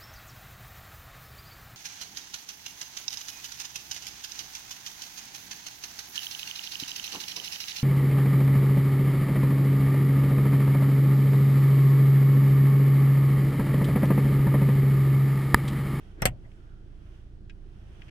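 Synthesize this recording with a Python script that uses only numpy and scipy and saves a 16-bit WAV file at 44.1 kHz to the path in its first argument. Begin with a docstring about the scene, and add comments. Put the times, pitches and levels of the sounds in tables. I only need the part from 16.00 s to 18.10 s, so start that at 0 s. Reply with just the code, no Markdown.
"""Parked car, inside: the roof light is switched off. A finger presses the plastic rocker,
then its spring snaps over. Both clicks ring the lamp housing, thump the roof lining and die fast
in the padded cabin. Faint grip ticks and sleeve rustle follow; the engine idles underneath,
with rumble and thin hiss. Left and right are the two microphone ports of a hand-held phone."""
import sys
import numpy as np
from scipy import signal
from scipy.fft import rfft, irfft
from scipy.io import wavfile
from scipy.ndimage import uniform_filter1d

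SR = 44100
rng = np.random.default_rng(int(sys.argv[2]) if len(sys.argv) > 2 else 0)


def bounce(signal):
    """Save signal as a 16-bit WAV file at the path given by the first command-line argument."""
    frames = np.transpose(np.atleast_2d(signal))
    limited = np.clip(frames, -1, 1)
    pcm = np.round(limited * 32767).astype(np.int16)
    wavfile.write(sys.argv[1], SR, pcm)


N = 92610
T = np.arange(N) / SR
HZ = np.maximum(np.fft.rfftfreq(N, 1 / SR), 1)

# port balance of the clicks: f/Hz, pan/dB (pan = left minus right throughout)
CLICK_PAN = [(100, 5.5), (380, -0.5), (700, -2), (1000, 1), (1700, -1.5), (2700, -0.5), (4400, 2.5),
             (6000, -1.5), (8200, -3), (10300, 4), (12300, 25), (16000, 11)]
# port balance of hiss and rustle: f/Hz, pan/dB
NOISE_PAN = [(60, -1), (380, 1), (700, -0.5), (1000, -4.5), (1700, -5), (2450, -3.5), (3100, -7),
             (4200, 3.5), (5500, -0.5), (8500, 1.5), (10500, 0.5), (12300, 8), (16000, 6.5)]


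def rocker_switch():
    """Press, then snap: each cracks, echoes off glass and trim, and shakes housing and lining."""
    # t/s, crack/dB, cabin/dB, housing/dB, lining/dB, contact corner/Hz, crack t60/s, echo corner/Hz
    clicks = [(0.2217, -22.5, -26.5, -2, 1, 2300, 0.0062, 9000),
              (0.2552, -12, -16.5, 5, 3.5, 14090, .0065, 15000)]
    # click spectra: f/Hz, relative level/dB
    press_spectrum = [(100, -7.5), (260, -11.5), (430, -8.5), (600, 2.5), (850, -4.5), (1100, -2),
                      (1500, -10), (1920, -4), (2350, -11), (2900, -13.5), (4800, -21), (5600, -2.5),
                      (6500, -21), (7700, -23.5), (8700, -17.5), (10800, -22), (12300, -16.5),
                      (15000, -32.5)]
    snap_spectrum = [(100, -3), (260, -9), (450, -10.5), (600, -1.5), (740, -1), (900, -6.5), (1400, -10.5),
                     (2100, -7), (3100, -3.5), (3800, -14), (4250, -8.5), (4750, -7), (5200, -13),
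                     (7300, -6.5), (8300, -3.5), (9300, -13.5), (10800, -18), (13000, -16.5), (16000, -19)]
    # early reflections off glass: delay/s, gain/dB
    glass = [(.0024, -11), (.0064, -8), (0.0122, -24.5)]
    # trim reflection spectrum: f/Hz, relative level/dB
    trim = [(180, -2.5), (500, -2), (2200, 2), (5000, -7), (8500, -1.5), (13000, -6.5), (16000, -6.5)]
    port_lag_s = 0.00022
    out = 0
    for row, spectrum in zip(clicks, (press_spectrum, snap_spectrum)):
        at_s, crack_db, cabin_db, housing_db, lining_db, contact_hz, t60_s, echo_hz = row
        crack = amp(crack_db) * burst(t60_s)
        early = sum(amp(db) * delay(crack, lag_s) for lag_s, db in glass)
        echoes = lowpass(colour(early + amp(cabin_db) * cabin_reverb(), trim), echo_hz)
        click = spread(delay(colour(crack + echoes, spectrum), at_s))
        housing = amp(housing_db) * lamp_housing(at_s, contact_hz)
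        thump = amp(lining_db) * roof_lining(at_s, contact_hz)
        left, right = place(click, CLICK_PAN) + housing
        out = out + np.array([left, delay(right, port_lag_s)]) + thump
    return out


def lamp_housing(at_s, contact_hz):
    """The struck housing rings briefly."""
    # f/Hz, relative level/dB, t60/s, pan/dB
    modes = [(566, -24.5, .05, 1), (650, -25.5, .04, 4), (736, -26.5, .085, 2.5), (1060, -33, .025, 3),
             (1416, -35, .06, 2), (1884, -28.5, .07, -4), (2098, -30.5, .065, 4), (2372, -29.5, .06, -3),
             (2762, -30, .05, 3), (3295, -32, .055, 4), (4522, -35.5, .03, 3), (5690, -38.5, .05, 2),
             (8457, -32, .045, -3), (9270, -37, .034, 0)]
    return delay(ring(modes, contact_hz, rise_s=.00013), at_s)


def roof_lining(at_s, contact_hz):
    """The lining flexes just before contact, heaves once and swings up slowly in its low modes."""
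    # f/Hz, relative level/dB, t60 before cap/s, pan/dB
    modes = [(49, -27.5, .3, -4.5), (73.2, -29.5, 0.58, 2), (101, -30, 0.33, -0.5),
             (121.3, -28.5, 0.27, -1), (186.5, -33.5, 0.085, 0), (263, -39.5, 0.059, -9),
             (375, -36.5, .07, 8.5), (479, -38.5, .11, 0.5)]
    lead_s = 0.0033
    heave_hz, heave_lag_s, heave_width_s = 142, 0.0035, 0.006
    t = T - at_s - heave_lag_s
    heave = amp(-24) * pan(4.5) * np.sin(2 * np.pi * heave_hz * t) * np.exp(-(t / heave_width_s) ** 2)
    boom = ring(modes, contact_hz, rise_s=0.0076, max_t60_s=.26)
    return heave + delay(boom, at_s - lead_s)


def cabin_reverb():
    """Clustered reflections: padding takes the treble first and leaves a faint, dull tail."""
    # cabin decay: f/Hz, t60/s
    bands = [(100, 0.44), (300, 0.14), (700, 0.073), (2000, 0.073), (4500, 0.054), (8300, 0.052),
             (15000, 0.059)]
    build_s, tail_corner_hz = 0.0008, 2500
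    clusters = amp(3 * drift(rate_hz=1100))
    noise = rfft(rng.standard_normal((2, N)) * clusters / np.sqrt(np.mean(clusters ** 2)))
    out = 0
    for hz, t60_s in bands:
        band_weight = by_hz([(centre_hz, centre_hz == hz) for centre_hz, _ in bands])
        tail = amp(-40) / (1 + (hz / tail_corner_hz) ** 2) * decay(t60_s=.22)
        out = out + irfft(noise * band_weight, N) * (decay(t60_s) + tail)
    return out * (1 - np.exp(-T / build_s))


def press_tick():
    """A bright tick just as the finger starts pressing the rocker."""
    # f/Hz, relative level/dB
    spectrum = [(500, -14.5), (2500, -11.5), (4500, -14.5), (7000, -11.5), (8300, 6.5), (9300, -12),
                (16000, -21)]
    tick = colour(amp(-23) * burst(t60_s=.005), spectrum)
    return place(spread(delay(tick, lag_s=0.22)), CLICK_PAN)


def finger_rub():
    """The fingertip drags over the lamp cover as it presses and lets go."""
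    # centre t/s, width/s, level/dB, resonance f/Hz, bandwidth/Hz
    rubs = [(0.188, 0.033, -51, 360, 170), (0.22, 0.045, -54.5, 1590, 1040), (0.334, 0.045, -56, 576, 250),
            (0.453, 0.017, -60, 1940, 250), (0.46, 0.042, -63, 660, 350), (0.689, 0.16, -68, 1400, 300),
            (.52, .16, -84, 7000, 6000)]
    out = 0
    for at_s, width_s, db, hz, bandwidth_hz in rubs:
        resonance = 1 / (1 + ((HZ - hz ** 2 / HZ) / bandwidth_hz) ** 2)
        friction = irfft(rfft(rng.standard_normal((2, N))) * resonance, N)
        swell = np.exp(-2 * ((T - at_s) / width_s) ** 2)
        out = out + amp(db) * spread(friction / friction.std()) * swell
    return out


def grip_ticks():
    """Small plastic ticks from the grip ring the phone's casing."""
    # t/s, tick gain/dB, t60/s, casing gain/dB, corner/Hz
    events = [(0.5171, -61, 0.04, -82, 7000), (1.4967, -50.5, 0.031, -48.5, 9004),
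              (1.503, -54.5, 0.06, -57, 6000), (2.0192, -45.5, 0.047, -70, 4470),
              (2.081, -57, 0.32, -71.5, 5000)]
    # tick spectrum: f/Hz, relative level/dB
    spectrum = [(300, -61), (1150, -36), (1600, -2), (2000, 1.5), (2600, 1), (3150, 2.5), (3900, -14.5),
                (5200, -11), (7500, -15), (15000, -40)]
    # tick balance: f/Hz, pan/dB
    balance = [(1600, -9), (2500, 14.5), (3300, -4), (4400, 14), (8000, 5), (12000, 17)]
    # casing modes: f/Hz, relative level/dB, t60 before cap/s, pan/dB
    modes = [(1637, -4, 0.061, 1), (1910, -8.5, .04, -9), (2483, -5, 0.079, 21), (2580, -3.5, 0.049, -4),
             (2920, -10, .08, 17), (3800, -6.5, 0.027, 5), (5200, -11.5, 0.035, 2)]
    ticks = sum(amp(db) * lowpass(delay(burst(t60_s), at_s), corner_hz)
                for at_s, db, t60_s, _, corner_hz in events)
    casing = ring(modes, contact_hz=7900, rise_s=0.00024, max_t60_s=.06)
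    rings = sum(amp(db) * delay(casing, at_s) for at_s, _, _, db, _ in events)
    return place(colour(ticks, spectrum), balance) + rings


def sleeve_rustle():
    """Cloth noise swells as the arm moves."""
    # t/s, level/dB
    envelope = [(0, -63.5), (.11, -64.5), (.3, -76.5), (.45, -70.5), (.62, -70), (.85, -74.5), (1.15, -65),
                (1.3, -75), (1.43, -84.5), (1.68, -71), (1.9, -64), (2.1, -60.5)]
    # f/Hz, relative level/dB
    spectrum = [(200, -1), (700, 9), (1000, 3), (1500, 5), (2200, 1), (3250, 2), (4200, -11), (5800, -6.5),
                (7500, -17.5), (9200, -11.5), (11000, -26.5), (12500, -19.5), (16000, -33)]
    level_db = np.interp(T, *np.array(envelope).T) + 0.52 * drift(rate_hz=36)
    cloth = amp(level_db) * rng.standard_normal((2, N))
    return place(colour(cloth, spectrum), NOISE_PAN)


def engine_idle():
    """Firings reach the cabin as a low, slightly unsteady throb."""
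    # harmonic number, rms level/dB, pan/dB
    harmonics = [(1, -50.5, -8), (2, -53.5, -2), (3, -58.5, -0.5), (4, -60.5, -1), (5, -72.5, -2),
                 (7, -65.5, -0.5)]
    firing_hz, flutter_db = 28.4, 2.2
    phase = 2 * np.pi * np.cumsum(firing_hz * (1 + .005 * drift(rate_hz=3.3))) / SR
    return sum(np.sqrt(2) * amp(db + flutter_db * drift(rate_hz=4.6)) * pan(pan_db) * np.cos(k * phase)
               for k, db, pan_db in harmonics)


def cabin_background():
    """Rumble, alike at both ports, under a thin, wide hiss."""
    # f/Hz, relative level/dB
    spectrum = [(15, 1.5), (38, 3), (70, 2), (105, 1), (150, -3.5), (250, -14), (340, -7.5), (500, -23),
                (700, -24.5), (1000, -33.5), (1500, -30), (2200, -38.5), (3000, -38), (4200, -41),
                (5600, -44.5), (7300, -51.5), (9000, -51.5), (11000, -61.5), (16000, -64.5)]
    noise = colour(spread(rng.standard_normal((2, N))), spectrum)
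    return amp(-50 + 0.47 * drift(rate_hz=1.2)) * place(noise, NOISE_PAN)


def burst(t60_s):
    """Dying cluster of tiny impacts with an even spectrum, one per port."""
    envelope = decay(t60_s)
    x = rng.standard_normal((2, N)) * envelope
    for _ in range(2):
        whitened = irfft(np.exp(1j * np.angle(rfft(x))), N)
        x = whitened * np.sqrt(envelope)
    return x * np.sqrt(np.sum(envelope ** 2) / np.sum(x ** 2, axis=1, keepdims=True))


def ring(modes, contact_hz, rise_s, max_t60_s=1):
    """Struck modes; a softer contact excites the high ones less."""
    out = 0
    for hz, db, t60_s, pan_db in modes:
        gain = amp(db) * pan(pan_db) / np.hypot(1, hz / contact_hz)
        out = out + gain * decay(min(t60_s, max_t60_s)) * np.sin(2 * np.pi * hz * T)
    return out * (1 - np.exp(-T / rise_s))


def spread(pair):
    """Mid and side to left and right: alike in the bass, wider above."""
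    # how far the ports hear different reflections: f/Hz, side minus mid/dB
    side_levels = [(100, -10), (300, -12.5), (650, -0.5), (1300, 2.5), (4500, -0.5), (9000, -8.5)]
    mid, side = rfft(pair)
    width = amp(by_hz(side_levels))
    return irfft(np.array([mid + width * side, mid - width * side]) / np.hypot(1, width), N)


def colour(x, spectrum):
    """Minimum-phase filter; white noise keeps its level."""
    gain = amp(by_hz(spectrum))
    cepstrum = irfft(np.log(gain / np.sqrt(np.mean(gain ** 2))), N)
    causal_fold = 1 + np.sign(N / 2 - np.arange(N)) * (T > 0)
    return irfft(rfft(x) * np.exp(rfft(cepstrum * causal_fold)), N)


def lowpass(x, corner_hz):
    """Zero-phase roll-off, 24 dB/octave."""
    return irfft(rfft(x) / (1 + (HZ / corner_hz) ** 4), N)


def place(x, balance):
    """Pan by frequency."""
    return irfft(rfft(x) * pan(by_hz(balance)), N)


def by_hz(points):
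    """Table interpolated onto the FFT bins in log frequency."""
    hz, values = np.array(points).T
    return np.interp(np.log(HZ), np.log(hz), values)


def drift(rate_hz):
    """Linear ramps between unit normal draws."""
    step = int(SR / rate_hz)
    return uniform_filter1d(np.repeat(rng.standard_normal(N // step + 1), step), step)[:N]


def delay(x, lag_s):
    """Shift later by whole samples."""
    shift = round(lag_s * SR)
    return np.pad(x, [(0, 0)] * (x.ndim - 1) + [(shift, 0)])[..., :N]


def decay(t60_s):
    """Exponential fall from t = 0."""
    return np.exp(-np.log(1000) * T / t60_s)


def pan(db):
    """Left and right gains for a level difference."""
    return amp(np.array([[1], [-1]]) * db / 2)


def amp(db):
    """dB to gain."""
    return 10 ** (np.asarray(db) / 20)


def scene():
    """All sources in the car."""
    light_switch = rocker_switch() + press_tick() + finger_rub()
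    return light_switch + grip_ticks() + sleeve_rustle() + engine_idle() + cabin_background()


def record(dry):
    """Short fades at both ends; the phone cuts the top treble."""
    fade_s, cutoff_hz = .005, 16700
    fades = np.minimum(np.minimum(T, T[::-1]) / fade_s, 1)
    return signal.sosfilt(signal.ellip(8, .2, 70, cutoff_hz, fs=SR, output="sos"), dry * fades)


dry = scene()
out = record(dry)
bounce(out)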